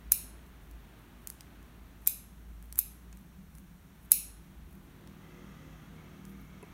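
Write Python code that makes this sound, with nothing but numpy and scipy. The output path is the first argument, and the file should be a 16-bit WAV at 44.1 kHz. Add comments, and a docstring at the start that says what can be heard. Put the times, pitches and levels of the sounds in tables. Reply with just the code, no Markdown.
"""Root snipping in a shed

Small steel scissors snip woody roots at a worktable in a large shed, close to a phone microphone.
Fibres crack just before the blades slam shut: noise bursts with damped blade rings and a shed tail.
Twigs tick in short noise bursts, foliage rustles in noise swells, and damped modes make a wooden knock.
Outside, shaped noise and a low tone rumble as traffic; an engine of firing multiples draws nearer, whining."""
import sys
import numpy as np
from scipy import signal
from scipy.fft import rfft, irfft, next_fast_len
from scipy.io import wavfile
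from scipy.ndimage import map_coordinates

SR = 44100
rng = np.random.default_rng(int(sys.argv[2]) if len(sys.argv) > 2 else 0)


def store_pcm(level_fs):
    """Save levels as 16-bit WAV."""
    pcm = np.round(np.clip(level_fs, -1, 1) * 32767).astype(np.int16)
    wavfile.write(sys.argv[1], SR, np.atleast_2d(pcm).T)


N = 296793  # samples
STEADY_TOP_HZ = 15800  # upper edge of hiss, clatter, rustles and shed tail


def amp(db):
    """Decibels to linear gain."""
    return 10 ** (np.asarray(db) / 20)


def unit(x):
    """Scale a signal to rms 1."""
    return x / np.sqrt(np.mean(x ** 2) + 1e-20)


def along(points, hz):
    """Read (frequency, value) points on a log frequency axis."""
    f, v = np.transpose(points)
    return np.interp(np.log(hz + 1), np.log(f + 1), v)


def curves(rows):
    """One value per sample for each column after the time."""
    s, *cols = np.transpose(rows)
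    return [np.interp(np.arange(N) / SR, s, c) for c in cols]


def wobble(rate):
    """A smooth random curve, rate knots a second."""
    knots = rng.standard_normal(N // 100 + 9)
    return map_coordinates(knots, [np.arange(N) * rate / SR])


def filtered(x, response):
    """Shape the spectrum of x by a gain that depends on frequency."""
    m = next_fast_len(len(x) + 8192)
    hz = np.fft.rfftfreq(m, 1 / SR)
    return irfft(rfft(x, m) * response(hz), m)[:len(x)]


def noise(response, size=N):
    """Coloured noise of rms 1."""
    return unit(filtered(rng.standard_normal(size), response))


def add(track, s, sound):
    """Mix a sound in at a time in seconds, cut off at the end of the track."""
    part = track[round(s * SR):][:len(sound)]
    part += sound[:len(part)]


def band(centre_hz, octaves):
    """A bell-shaped pass band on a log axis, closing steeply above 16 kHz."""
    return lambda hz: np.exp(-(np.log2((hz + 1) / centre_hz) / octaves) ** 2) / (1 + (hz / 16000) ** 40)


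def thin(x):
    """Things this small send out no bass: a steep fall below 950 Hz."""
    return filtered(x, lambda hz: 1 / np.sqrt(1 + (950 / (hz + 1)) ** 8))


def ringing(modes, t):
    """Damped modes, struck a little differently each time."""
    out = 0
    for hz, db, t60 in modes:
        strike_db = db + rng.normal(0, 1.2)
        out = out + amp(strike_db - 60 * t / t60) * np.sin(2 * np.pi * hz * t)
    return out


# Spectra of rumble, boom, tyre roar and microphone hiss: (frequency [Hz], relative density [dB per Hz])
RUMBLE_COLOUR = [(14, -28), (22, -6), (32, -1.5), (45, -0.5), (70, 4.5), (90, -6.5), (115, -49.5),
                 (160, -100)]
BOOM_COLOUR = [(90, -92.5), (120, -43.5), (150, 2), (168, 3.5), (195, 3.5), (230, -17), (300, -87.5)]
ROAR_COLOUR = [(47, -37), (80, -0.5), (113, -0.5), (197, -8.5), (230, -2.5), (407, -11), (501, -17.5),
               (672, -15), (758, -16), (827, -15.5), (1520, -17), (3730, -25.5), (5000, -34.5), (6500, -80),
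               (11000, -120)]
HISS_COLOUR = [(2500, -29.5), (3300, -14), (4300, -10), (4900, -17.5), (5500, -6.5), (6500, -7.5),
               (7600, -10.5), (9300, -7), (10000, -8.5), (10500, -13), (11200, -6.5), (13500, -6),
               (15800, -7)]
# Rides of the rumble's throb, the boom and the tyre roar, before their wavering: (time [s], level [dB])
THROB_RIDE = [(0, -53.5), (.8, -57), (1.1, -63.5), (1.3, -54.5), (2, -59.5), (2.5, -51), (2.85, -52.5),
              (3.2, -59), (3.8, -63), (4.05, -54.5), (4.8, -62), (5.4, -63), (5.65, -60), (6.2, -63.5),
              (6.35, -52), (6.73, -63)]
BOOM_RIDE = [(0, -65), (1.1, -65.5), (2.2, -59), (2.9, -61), (3.3, -55.5), (3.7, -59.5), (5, -63),
             (6.73, -62.5)]
ROAR_RIDE = [(0, -58), (1.18, -56.5), (1.8, -57.5), (2.4, -61), (4.42, -60.5), (5.44, -55.5), (5.83, -56),
             (6.49, -57.5), (6.73, -55.5)]


def street():
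    """Traffic as a wavering low tone with noise, a boom and tyre roar, over steady microphone hiss."""
    (throb_db,), (boom_db,), (roar_db,) = curves(THROB_RIDE), curves(BOOM_RIDE), curves(ROAR_RIDE)
    throb_hz = 55 + 3.5 * wobble(14)
    throb = np.sqrt(2) * np.sin(2 * np.pi * np.cumsum(throb_hz) / SR)
    swell_db = 3 * wobble(3)
    rumble = amp(throb_db + 3.3 * wobble(12)) * throb
    rumble += amp(-63.0 + swell_db) * noise(lambda hz: amp(along(RUMBLE_COLOUR, hz)))
    boom = amp(boom_db + 1.5 * wobble(5.5)) * noise(lambda hz: amp(along(BOOM_COLOUR, hz)))
    roar = amp(roar_db + 0.67 * wobble(4)) * noise(lambda hz: amp(along(ROAR_COLOUR, hz)))
    hiss = amp(-70.5) * noise(lambda hz: amp(along(HISS_COLOUR, hz)) * (hz < STEADY_TOP_HZ))
    return rumble + boom + roar + hiss


def peaks(modes, hz):
    """Combined gain of a row of resonances, summed as power."""
    return np.sqrt(sum(amp(db) ** 2 / (1 + (2 * (hz - c) / w) ** 4) for c, w, db in modes))


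# Engine approach: (time [s], firing rate [Hz], level [dB])
ENGINE_RIDE = [(4.2, 37.4, -79.5), (4.6, 37.7, -64), (4.95, 38.8, -60.5), (5.4, 40, -55.5),
               (5.6, 37.6, -56.5), (5.85, 39, -58), (6.28, 39.1, -56.5), (6.6, 37.5, -60),
               (6.73, 39.1, -66.5)]
# Engine tones: (multiple of the firing rate [-], relative level [dB], wander [dB])
FIRING_TONES = [(2, -17.5, 5.5), (4, 0, 2.5), (5, -2, 4.5), (6, -12.5, 2.5), (7, -14, 4.5), (8, -18, 4),
                (9, -11, 5.5), (12, -19, 5.5), (14, -22.5, 5)]
# Casing clatter, before its puffing: (time [s], level [dB])
CLATTER_RIDE = [(4.9, -85), (5.35, -66), (5.7, -65.5), (5.9, -69.5), (6.73, -68.5)]
# Casing resonances: (frequency [Hz], width [Hz], relative level [dB])
CASING_MODES = [(1230, 90, 4), (1380, 110, -2.5), (1650, 82, -3.5), (2650, 35, -1.5), (3150, 97, -8),
                (3320, 120, -6.5), (6140, 1500, -14.5)]
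# Gear whine, before its roughness: (time [s], frequency [Hz], level [dB])
WHINE_RIDE = [(5, 2070, -91.5), (5.3, 2025, -64), (5.8, 1985, -68), (5.93, 2000, -71.5),
              (5.98, 2200, -64.5), (6.1, 2205, -68), (6.73, 2210, -67)]


def engine():
    """Wandering multiples of the firing rate, casing clatter puffed once a firing, and a rough gear whine."""
    (firing_hz, level_db), (clatter_db,) = curves(ENGINE_RIDE), curves(CLATTER_RIDE)
    firing_phase = 2 * np.pi * np.cumsum(firing_hz) / SR
    drone = np.zeros(N)
    for multiple, db, wander_db in FIRING_TONES:
        tone_db = level_db + db + wander_db * wobble(9)
        drone += np.sqrt(2) * amp(tone_db) * np.sin(multiple * firing_phase + .7 * wobble(9))
    casing = noise(lambda hz: peaks(CASING_MODES, hz) * (hz < STEADY_TOP_HZ))
    clatter = amp(clatter_db + 2.0 * np.cos(firing_phase)) * casing
    whine_hz, whine_db = curves(WHINE_RIDE)
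    roughness = .4 + .9 * wobble(260)
    whine = amp(whine_db) * roughness * np.sin(2 * np.pi * np.cumsum(whine_hz) / SR)
    return drone + clatter + whine


# Foliage swells: (middle time [s], level [dB])
BRUSHES = [(.64, -74.5), (1.0, -75), (1.233, -72), (1.328, -71), (2.04, -67), (2.66, -76), (3.191, -73),
           (3.567, -66.5), (4.042, -68), (4.73, -71.5), (4.851, -74), (6.295, -68), (6.42, -72)]


def foliage():
    """Needles brush past each other: swells of lumpy bright noise."""
    half_length_s, centre_hz = .038, 12500
    out, t = np.zeros(N), np.arange(-8000, 8000) / SR
    lumps = amp(4 * wobble(200))
    swell = np.exp(-(t / half_length_s) ** 2)
    for middle_s, db in BRUSHES:
        swish = noise(lambda hz: band(centre_hz, .7)(hz) * (hz < STEADY_TOP_HZ), size=len(t))
        add(out, middle_s + t[0], amp(db) * swell * swish)
    return out * unit(lumps)


# Something set down across the shed: (time [s], level [dB])
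KNOCK_HITS = [(6.628, -46)]
# Wooden modes of the knock: (frequency [Hz], relative level [dB], t60 [s])
WOOD_MODES = [(408, 7.5, 0.052), (522, 2.5, 0.034), (690, -5, 0.056), (983, 1, 0.051), (2040, -6, .05),
              (2210, -3.5, 0.041), (2590, -5, 0.036)]


def knock():
    """A dull wooden knock: damped modes behind a soft 2 ms onset."""
    out, t = np.zeros(N), np.arange(4000) / SR
    for s, db in KNOCK_HITS:
        onset = 1 - np.exp(-t / 0.002)
        add(out, s, amp(db) * ringing(WOOD_MODES, t) * onset)
    return out


# Decay of the shed's diffuse tail: (frequency [Hz], t60 [s])
SHED_DECAY = [(1000, .3), (2600, 0.45), (7000, 0.48), (11000, 0.39), (15000, 0.21)]
# Echoes off the near walls: (delay [s], relative level [dB])
WALL_ECHOES = [(.011, -22), (.0225, -23)]


def shed(sound, db, colour):
    """A sound with two wall echoes and a diffuse tail that dies at its own speed for each frequency."""
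    air = noise(lambda hz: colour(hz) * (hz < STEADY_TOP_HZ) * (hz > 2000), size=30000)
    hz, t, z = signal.stft(air, SR, nperseg=128)
    decay = amp(-60 * t / along(SHED_DECAY, hz)[:, None])
    tail = signal.istft(z * decay, SR, nperseg=128)[1]
    tail = tail * (1 - np.exp(-np.arange(len(tail)) / SR / .003))  # builds up as more walls join
    out = amp(db) * np.linalg.norm(sound) * tail / np.linalg.norm(tail)  # db: tail energy against the sound
    add(out, 0, sound)
    for delay, wall_db in WALL_ECHOES:
        add(out, delay, amp(wall_db) * sound)
    return out


def click(db, t):
    """The dull push under a crack: one heavily damped swing."""
    return amp(db - 60 * t / 0.0012) * np.sin(2 * np.pi * 1700 * t)


# Fibre cracks and twig ticks: (time [s], level [dB], centre [Hz], width [octaves])
CRACKS_AND_TICKS = [(0.1145, -42, 11120, .9), (0.1175, -24, 11960, 1), (.465, -57, 11030, .9),
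                    (0.7118, -51.5, 8500, 1), (1.2726, -26, 13300, 1.33), (1.3010, -30.5, 12300, 1.1),
                    (1.4078, -37, 8900, 2), (1.628, -55.5, 11000, 1), (2.0624, -41, 10640, 1.5),
                    (2.0692, -29, 12260, 0.91), (2.626, -49, 12000, 1.06), (2.642, -59, 10040, .8),
                    (2.657, -55, 13500, .4), (2.702, -58, 13000, .5), (2.726, -35, 13500, 1.25),
                    (2.7572, -37.5, 11850, 0.87), (2.7735, -43, 12300, .54), (2.778, -32, 12050, .6),
                    (2.7818, -30, 11740, .6), (2.785, -35, 13020, 0.85), (3.1279, -49, 6500, 0.67),
                    (3.129, -49, 2600, 0.2), (3.1724, -48, 11400, 0.9), (3.5519, -51.5, 8950, 1.4),
                    (3.584, -47.5, 11000, 1.9), (4.107, -48, 11000, .4), (4.111, -35.5, 10990, 0.97),
                    (4.1147, -27.5, 11500, .45), (4.727, -55, 12960, .4), (4.7538, -54, 13960, .31),
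                    (5.074, -48, 5000, 2.3), (6.2523, -45, 9520, 1.1), (6.297, -57, 13080, .39),
                    (6.415, -56, 14520, 0.29), (6.628, -48.5, 8900, .39)]


def ticks():
    """Each tick is a sharp noise burst around its own centre, over a dull click that grows with it."""
    tail_t60, skirt_db = 0.012, -20  # s; weak broad crackle under each band
    click_db, click_grows = -39, .5  # click under a -40 dB tick; dB per dB of tick
    out, t = np.zeros(N), np.arange(3000) / SR
    fall = amp(-60 * t / 0.0029) + .6 * amp(-60 * t / tail_t60)
    envelope = fall * (1 - np.exp(-t / 0.00013))
    for s, db, centre_hz, octaves in CRACKS_AND_TICKS:
        colour = lambda hz: band(centre_hz, octaves)(hz) + amp(skirt_db) * band(6000, 1.8)(hz)
        burst = amp(db) * envelope * noise(colour, size=len(t))
        push = click(click_db + click_grows * (db + 40), t)
        add(out, s, shed(burst + push, -15.0, colour))
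    return thin(out)


# Blades slamming shut: (time [s], level [dB], last-fibre t60 [s], shed tail [dB], tilt [dB per octave],
# table bounce comb spacing [Hz], strongest ring [Hz])
BLADE_SLAMS = [(0.1197, -7.5, 0.021, -10, -0.5, 1333, 10660), (2.0732, -11, 0.026, -10.5, -1, 1270, 11700),
               (2.7893, -11.5, 0.028, -13.5, 1, 1272, 11400), (4.118, -7, 0.02, -10, 0.5, 1346, 10970)]
# Spectra of the crack and of its shed tail: (frequency [Hz], relative density [dB per Hz])
CRACK_COLOUR = [(500, -69.5), (1000, -30.5), (1500, -28), (2500, -24), (3200, -26.5), (4100, -22),
                (5500, -15), (8000, -11.5), (11000, -4), (12600, -3.5), (14400, 2), (15600, -6),
                (16000, -23), (16800, -37.5)]
TAIL_COLOUR = [(2000, -19.5), (2450, -11.5), (3200, -20.5), (4200, -13.5), (4850, -19.5), (5400, -14.5),
               (6500, -14.5), (8300, -15), (9500, -7.5), (11000, -6), (13700, -2.5), (15800, -9.5)]
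# Damped ring of the held blades: (frequency [Hz], relative level [dB], t60 [s])
BLADE_MODES = [(11220, 1.5, 0.018), (11900, -10.5, .025), (13600, -7, 0.018), (9600, -45.5, .025)]


def snips():
    """The root gives way: a ragged burst of cracking, with the short damped ring of the held blades."""
    ring_db, lift_db, click_db = -10.5, 4.5, -16.5  # blade modes, strongest ring, dull click
    tail_tilt_db = 1.5  # per octave
    out, t = np.zeros(N), np.arange(3000) / SR
    sharp = amp(-60 * t / .007)
    onset = 1 - np.exp(-t / 0.00025)
    for s, db, t60, shed_db, tilt_db, comb_hz, ring_hz in BLADE_SLAMS:
        def comb(hz):
            """Comb of a table bounce under a millisecond late, lifted at the strongest ring."""
            bounce = np.abs(1 + 0.5 * np.exp(2j * np.pi * hz / comb_hz))
            return bounce * amp(lift_db * band(ring_hz, .06)(hz))

        def tilted(points, slope_db):
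            """A combed spectrum tilted around 11 kHz."""
            return lambda hz: amp(along(points, hz) + slope_db * np.log2((hz + 1) / 11000)) * comb(hz)

        fall = sharp + 0.63 * amp(-60 * t / max(t60, .004))  # a sharp break, then the last fibres
        crack = noise(tilted(CRACK_COLOUR, tilt_db), size=len(t)) * fall
        crack = crack + amp(ring_db) * ringing(BLADE_MODES, t)
        snap = amp(db) * crack * onset + click(db + click_db, t)
        add(out, s, shed(snap, shed_db, tilted(TAIL_COLOUR, tail_tilt_db)))
    return thin(out)


def scene():
    """All layers summed to one channel."""
    return (street() + engine() + foliage() + knock() + ticks() + snips())[None]


def record(dry):
    """The phone keeps nothing above its band limit."""
    top_hz = 16800
    return filtered(dry[0], lambda hz: hz < top_hz)[None]


dry = scene()
out = record(dry)
store_pcm(out)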